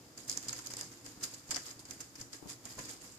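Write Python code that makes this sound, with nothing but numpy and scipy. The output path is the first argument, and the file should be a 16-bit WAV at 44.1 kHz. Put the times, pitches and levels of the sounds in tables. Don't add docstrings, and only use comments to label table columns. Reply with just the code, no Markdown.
import sys
import numpy as np
from scipy import signal
from scipy.fft import rfft, irfft, next_fast_len
from scipy.io import wavfile
from scipy.ndimage import uniform_filter1d, map_coordinates

SR = 44100
rng = np.random.default_rng(int(sys.argv[2]) if len(sys.argv) > 2 else 0)


def field_ratio(decibels):
    return 10 ** (np.asarray(decibels, dtype=float) / 20)


def file_out(sig):
    cols = np.atleast_2d(sig).T
    lim = np.clip(cols, -1, 1)
    pcm = np.round(lim * 32767).astype(np.int16)
    wavfile.write(sys.argv[1], SR, pcm)


N = 140238
T = np.arange(N) / SR

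# frequency in Hz, level in dB.
RUMBLE = [(15, -38), (25, -2.5), (339, -2.5), (415, -6.5), (507, -8), (746, -12), (781, -12.5), (1000, -18),
          (1300, -24), (2200, -120)]
# frequency in Hz, width in Hz, level in dB.
HUM = [
    (119.2, 16, 1),
    (275, 26, -3),
    (315, 70, -10),
    (481.7, 20, -9),
]
# frequency in Hz, level in dB.
AIR = [(500, -11), (1000, 0), (2500, -7.5), (5000, -4.5), (14000, -11)]
# frequency in Hz, left-right likeness from 0 to 1.
ALIKE = [(40, 0.87), (300, 0.94), (700, 0.71), (1300, 0.017)]
# start in seconds, peak level in dB, left-right balance in dB,
# low body over the crack in dB, decay t60 in seconds.
SINGLE_SNAPS = [(.2815, -32, -12, -32, .012), (.488, -36, -11, -28, 0.011), (.799, -40, -10, -28, .012),
                (.831, -43, -6, -28, .02), (1.0445, -44, -6, -25, .03), (1.21, -41.5, -6, -13, .03),
                (1.4915, -41, -4, -25, .02), (1.684, -37, -8, -28, .02), (2.198, -48, -8, -27, .02),
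                (2.473, -43, -5, -25, .02), (2.492, -44, -8, -25, .02), (.2965, -18.5, -16.5, -39, 0.014),
                (.315, -25.5, -23, -36, 0.012), (.3743, -23.5, -21, -25.5, 0.011),
                (.4275, -35.5, -15, -26, 0.018), (.493, -23, -6, -24, 0.013),
                (.5292, -22, -10, -24.5, 0.023), (.563, -45, 0, -17, .016), (.5893, -25.5, -7, -22, 0.017),
                (.737, -27.5, -7.5, -26, 0.027), (.7682, -27, -11, -28, 0.026),
                (.811, -26, -14, -23.5, 0.019), (1.0625, -37.5, 11, -19, 0.038),
                (1.508, -20.5, -9.5, -24.5, 0.047), (1.5603, -24, -4, -24, 0.019),
                (1.566, -27.5, -10, -14.5, 0.023), (1.793, -38, -9, -32, 0.036),
                (1.853, -42, -8.5, -24, 0.066), (1.9095, -30.5, -23, -26, 0.023),
                (2.155, -40.5, -7, -22, 0.056), (2.3305, -33.5, -2.5, -26, 0.041),
                (2.654, -30, -9.5, -21, 0.025), (2.855, -35, -19.5, -20, 0.021),
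                (2.8925, -34, -7, -34, 0.03)]
# start in seconds, peak level in dB, left-right balance in dB,
# low body over the crack in dB, decay t60 in seconds.
SNAP_CLUSTERS = [(.175, -34.5, -7, -22, 0.016), (.277, -40.5, -12, -30, 0.038), (.303, -33, -4, -27, 0.011),
                 (.323, -33.5, -12, -38, 0.018), (.369, -30.5, -4.5, -33, 0.015),
                 (.4822, -28.5, -9, -29.5, 0.017), (.66, -37.5, -18, -28, 0.021),
                 (.6692, -29, -13, -25, 0.01), (.7025, -42.5, -3, -6.5, 0.029),
                 (1.226, -38, -12, -22, 0.033), (1.2305, -32, -14, -34, 0.032),
                 (1.237, -29, -4, -26, 0.025), (1.509, -31, -7, -23, 0.024), (1.5428, -28, 3, -21, 0.025),
                 (1.659, -38, -8, -28, .03), (1.336, -37, -13, -30, 0.032), (1.709, -34.5, -8, -17, 0.019),
                 (2.003, -33, -12.5, -20.5, 0.034), (2.2115, -31.5, -2, -23, 0.014),
                 (2.348, -50, -10, -20, 0.017), (2.786, -39.5, -13, -6.5, 0.034)]
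# frequency in Hz, level in dB.
CRACK_TONE = [(800, -44), (2000, -20.5), (3600, -13), (5000, -1.5), (7500, -3), (10000, -7.5), (15000, -12)]
# frequency in Hz, level in dB.
KNOCK_TONE = [(150, -38), (500, 2.5), (1100, -1.5), (2200, -3), (3500, -11), (6000, -45)]
# crest in seconds, level in dB, rise in seconds, fall in seconds.
SHIVERS = [(.19, -52, 0.011, 0.11), (.29, -47, 0.0075, 0.049), (.33, -48.5, 0.019, 0.056),
           (0.432, -50.5, 0.013, 0.081), (.5, -51, 0.03, 0.046), (.57, -46, 0.012, 0.04),
           (0.669, -48, 0.026, 0.019), (0.706, -46, 0.004, 0.023), (0.791, -41, 0.016, 0.053),
           (0.919, -55, 0.0039, 0.073), (1.069, -50, 0.015, 0.082), (1.245, -39, 0.022, 0.014),
           (1.334, -51.5, 0.055, 0.089), (1.494, -56.5, 0.027, 0.06), (1.52, -49, 0.016, 0.033),
           (1.59, -54, 0.013, 0.05), (1.69, -47, 0.046, 0.032), (1.8, -51, 0.0065, 0.02),
           (1.901, -50, 0.021, 0.091), (2.013, -56, 0.014, 0.041), (2.202, -48, 0.019, 0.027),
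           (2.339, -48.5, 0.014, 0.039), (2.503, -40.5, 0.019, 0.021), (2.721, -48, 0.069, 0.055),
           (2.801, -47, 0.023, 0.067), (2.902, -48, 0.038, 0.049), (3.029, -52, 0.023, 0.15)]
# frequency in Hz, level in dB.
BARB_TONE = [(1000, -21.5), (2500, -15), (3800, -6.5), (5000, -4), (7500, -3.5), (9500, -2.5), (12500, -7),
             (15000, -9)]
# frequency in Hz, t60 in seconds.
YARD_DECAY = [(300, 0.15), (2000, 0.3), (6000, 0.34), (14000, 0.24)]
# start in seconds, level in dB, pitch in Hz, left-right balance in dB.
STEPS = [(.738, -33.5, 544, 2), (1.176, -38.5, 203, 2), (.468, -36.5, 450, 3), (1.496, -36, 250, 4),
         (1.532, -39, 320, 0), (1.58, -40, 250, 4), (1.764, -42, 240, 2), (2.207, -39, 131, 4),
         (2.427, -39.5, 260, 6), (2.444, -46, 300, 6), (2.458, -40, 260, 6), (2.468, -46, 300, 8),
         (2.771, -39, 250, 2), (2.784, -33, 430, 1), (2.793, -36, 270, -2), (2.799, -38, 400, 2),
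         (2.813, -41, 270, 2)]
# frequency in Hz, level in dB, t60 in seconds.
PLANK = [
    (1010, -42, .055),
    (816, -55, 0.044),
    (640, -53, .06),
    (1600, -60, .05),
]
# centre in seconds, level in dB, half length in seconds, left-right balance in dB.
PUFFS = [
    (2.45, -51, .025, 6),
    (2.792, -50, .016, 0),
]
# frequency in Hz, level in dB.
PUFF_TONE = [(60, -26), (200, 3.5), (450, -4.5), (900, -12), (2000, -43)]
# resonance in Hz, width in Hz, level in dB.
LEFT_PORT = [(1850, 2530, 5.5), (4920, 1220, 11.5), (8800, 740, -18)]
# resonance in Hz, width in Hz, level in dB.
RIGHT_PORT = [(3080, 2960, -1), (7020, 1880, 14), (11840, 3150, -1)]

KNOCK_GRAIN_DB = 2
HISS_CORNER_HZ = 8000


def unit(x):
    return x / np.sqrt(np.mean(x ** 2) + 1e-20)


def along(points, hz):
    f, v = np.transpose(points)
    return np.interp(np.log(hz + 1), np.log(f + 1), v)


def wobble(rate):
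    knots = rng.standard_normal(int(N * rate / SR) + 4)
    return map_coordinates(knots, [T * rate])


def filtered(x, response):
    m = next_fast_len(N + SR // 2)
    return irfft(rfft(x, m) * response(np.fft.rfftfreq(m, 1 / SR)), m)[..., :N]


def peak(f, hz, width):
    return 1j * f * width / (hz * hz - f * f + 1j * f * width)


def rush(gain):
    def turn(f):
        return np.arccos(along(ALIKE, f)) / 2

    noise = rng.standard_normal((2, N))
    mid, side = filtered(noise, lambda f: gain(f) * [np.cos(turn(f)), np.sin(turn(f))])
    return unit(np.array([mid + side, mid - side]))


def town():
    def rumble_gain(f):
        low_cut = f ** 4 / (f ** 4 + 42 ** 4)
        return field_ratio(along(RUMBLE, f)) * low_cut

    def hum_gain(f):
        return sum(field_ratio(db) * abs(peak(f, hz, width)) ** 2 for hz, width, db in HUM)

    def air_gain(f):
        return field_ratio(along([(200, -40)] + AIR, f))

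    rumble = field_ratio(-59.5 + 0.26 * wobble(4.15) + 0.86 * wobble(14)) * rush(rumble_gain)
    hum = field_ratio(-60.5 + 0.91 * wobble(9)) * rush(hum_gain)
    air = field_ratio(-63.5 + 0.53 * wobble(3.8)) * rush(air_gain)
    return rumble + hum, air


def gate(loud):
    window_s, slope, middle_db, range_db = 0.027, 0.44, -54.5, 3.5
    power = uniform_filter1d((loud ** 2).mean(0), round(window_s * SR))
    level_db = 10 * np.log10(np.abs(power) + 1e-9)
    return field_ratio(range_db * np.tanh(slope * (level_db - middle_db) / range_db))


def lagged(pair, spectrum):
    lag_s = 0.000592
    return filtered(pair, lambda f: field_ratio(along(spectrum, f)) * np.array(
        [np.exp(-2j * np.pi * f * lag_s), np.ones(len(f))]))


def clicks(spread_db, spectrum, rate):
    shared, patch_db = 0.14, 3
    raw = rng.standard_normal((3, N)) * field_ratio(spread_db * wobble(rate))
    pair = np.sqrt(shared) * raw[0] + np.sqrt(1 - shared) * raw[1:]
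    z = signal.stft(pair, nperseg=128)[2]
    patches = uniform_filter1d(rng.standard_normal(z.shape[1:]), size=6, axis=0)
    patches = uniform_filter1d(patches, size=5, axis=1)
    patchy = signal.istft(z * field_ratio(patch_db * unit(patches)), nperseg=128)[1][:, :N]
    return unit(lagged(patchy, spectrum))


def snaps():
    crack, knock, release = np.zeros((2, N + SR)), np.zeros(N + SR), np.zeros((2, N))
    t = T[:SR // 8]
    kinds = ((SINGLE_SNAPS, .0002, .95, True), (SNAP_CLUSTERS, .0012, 2.2, False))
    for rows, attack, hold, single in kinds:
        for s, db, pan_db, body_db, t60 in rows:
            at = round(s * SR)
            side = field_ratio(np.array([.5, -.5]) * np.clip(pan_db + 10, -11, 11))
            fade = field_ratio(db - 60 * (t / t60) ** hold) * (1 - np.exp(-t / attack))
            crack[:, at:at + len(t)] += side[:, None] * fade
            knock_fade = field_ratio(db + body_db + 10.5 - 60 * t / (3.07 * t60))
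            knock[at:at + len(t)] += knock_fade * (1 - np.exp(-t / .002))
            if single:
                release[:, at + round(.0003 * SR)] += side * field_ratio(db + 19)
    cracks = crack[:, :N] * clicks(1.5, CRACK_TONE, 900) + lagged(release, CRACK_TONE)
    knocks = knock[:N] * clicks(KNOCK_GRAIN_DB, KNOCK_TONE, 400)
    return field_ratio(-12) * (cracks + knocks)


def shivers():
    swell = np.zeros(N)
    for s, db, rise, fall in SHIVERS:
        before, after = np.exp(-((T - s) / rise) ** 2), np.exp(-np.abs(T - s) / fall)
        swell += field_ratio(db) * np.where(T < s, before, after)
    rustle = clicks(2.5, BARB_TONE, 750) * field_ratio(1.4 * wobble(90))
    rustle = rustle + field_ratio(-10.5) * clicks(KNOCK_GRAIN_DB, KNOCK_TONE, 300)
    return field_ratio(-7) * swell * rustle


def yard(x):
    gap_s = .004
    out = np.zeros((2, N))
    first = np.sin(2 * np.pi * 2.3 * T) > 0
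    for turn in (first, ~first):
        hz, t, z = signal.stft(rng.standard_normal((2, SR // 2)), SR, nperseg=256)
        decay = field_ratio(-60 * t / along(YARD_DECAY, hz)[:, None])
        tail = signal.istft(z * decay, SR, nperseg=256)[1]
        late = np.pad(x.mean(0) * turn, (round(gap_s * SR), 0))
        out += signal.fftconvolve(late[None], tail / np.linalg.norm(tail[0]), axes=1)[:, :N]
    return field_ratio(-6.5) * out


def steps():
    out = np.zeros((2, N))
    for s, db, hz, pan_db in STEPS:
        t = np.maximum(T - s, 0)
        level = field_ratio(db + np.array([[.5], [-.5]]) * pan_db)
        out += level * np.sin(2 * np.pi * hz * t) * np.exp(-t * hz * 3.7)
    t = np.maximum(T - 2.781, 0)
    for hz, db, t60 in PLANK:
        out += field_ratio(db - 60 * t / t60) * np.sin(2 * np.pi * hz * t) * (1 - np.exp(-t / 0.0035))
    return out


def puffs():
    swell = np.zeros((2, N))
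    for s, db, half, pan_db in PUFFS:
        level = field_ratio(db + np.array([[.5], [-.5]]) * pan_db)
        swell += level * np.exp(-((T - s) / half) ** 2)
    return swell * clicks(KNOCK_GRAIN_DB, PUFF_TONE, 120)


def scene():
    bird = snaps() + shivers() + steps()
    near = bird + yard(bird)
    low, air = town()
    opened = gate(near)
    return near + opened * low + opened ** 0.99 * air + puffs()


def port(f, rows, roll_hz):
    modes = 0
    for hz, width, db in rows:
        mode = peak(f, hz, width)
        modes = modes + field_ratio(db) * mode * abs(mode)
    return (1 + modes) / (1 + 1j * f / roll_hz)


def top_band(x):
    edge_hz, fall_db_per_khz = 14600, 12
    short, long = round(.002 * SR), round(.03 * SR)
    low = filtered(x, lambda f: f < edge_hz)
    top = filtered(x, lambda f: (f >= edge_hz) * field_ratio(fall_db_per_khz * (edge_hz - f) / 1000))
    power = (filtered(x, lambda f: f > HISS_CORNER_HZ) ** 2).mean(0)
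    before = np.roll(uniform_filter1d(power, long), long // 2 + long // 8)
    sudden = uniform_filter1d(power, short) > 9 * before
    opened = uniform_filter1d(1. * sudden, short)
    return low + (field_ratio(-45) + field_ratio(-6) * opened) * top


def roll_off(x):
    return signal.sosfilt(signal.butter(12, 16300, fs=SR, output="sos"), x)


def record(dry):
    x = filtered(dry, lambda f: np.array([port(f, LEFT_PORT, 7260), port(f, RIGHT_PORT, 10900)]))
    hiss = field_ratio(-65) * rush(lambda f: f ** 2 / (f ** 2 + HISS_CORNER_HZ ** 2))
    mix = top_band(x + gate(dry) ** 0.99 * hiss)
    return roll_off(mix)


dry = scene()
out = record(dry)
file_out(out)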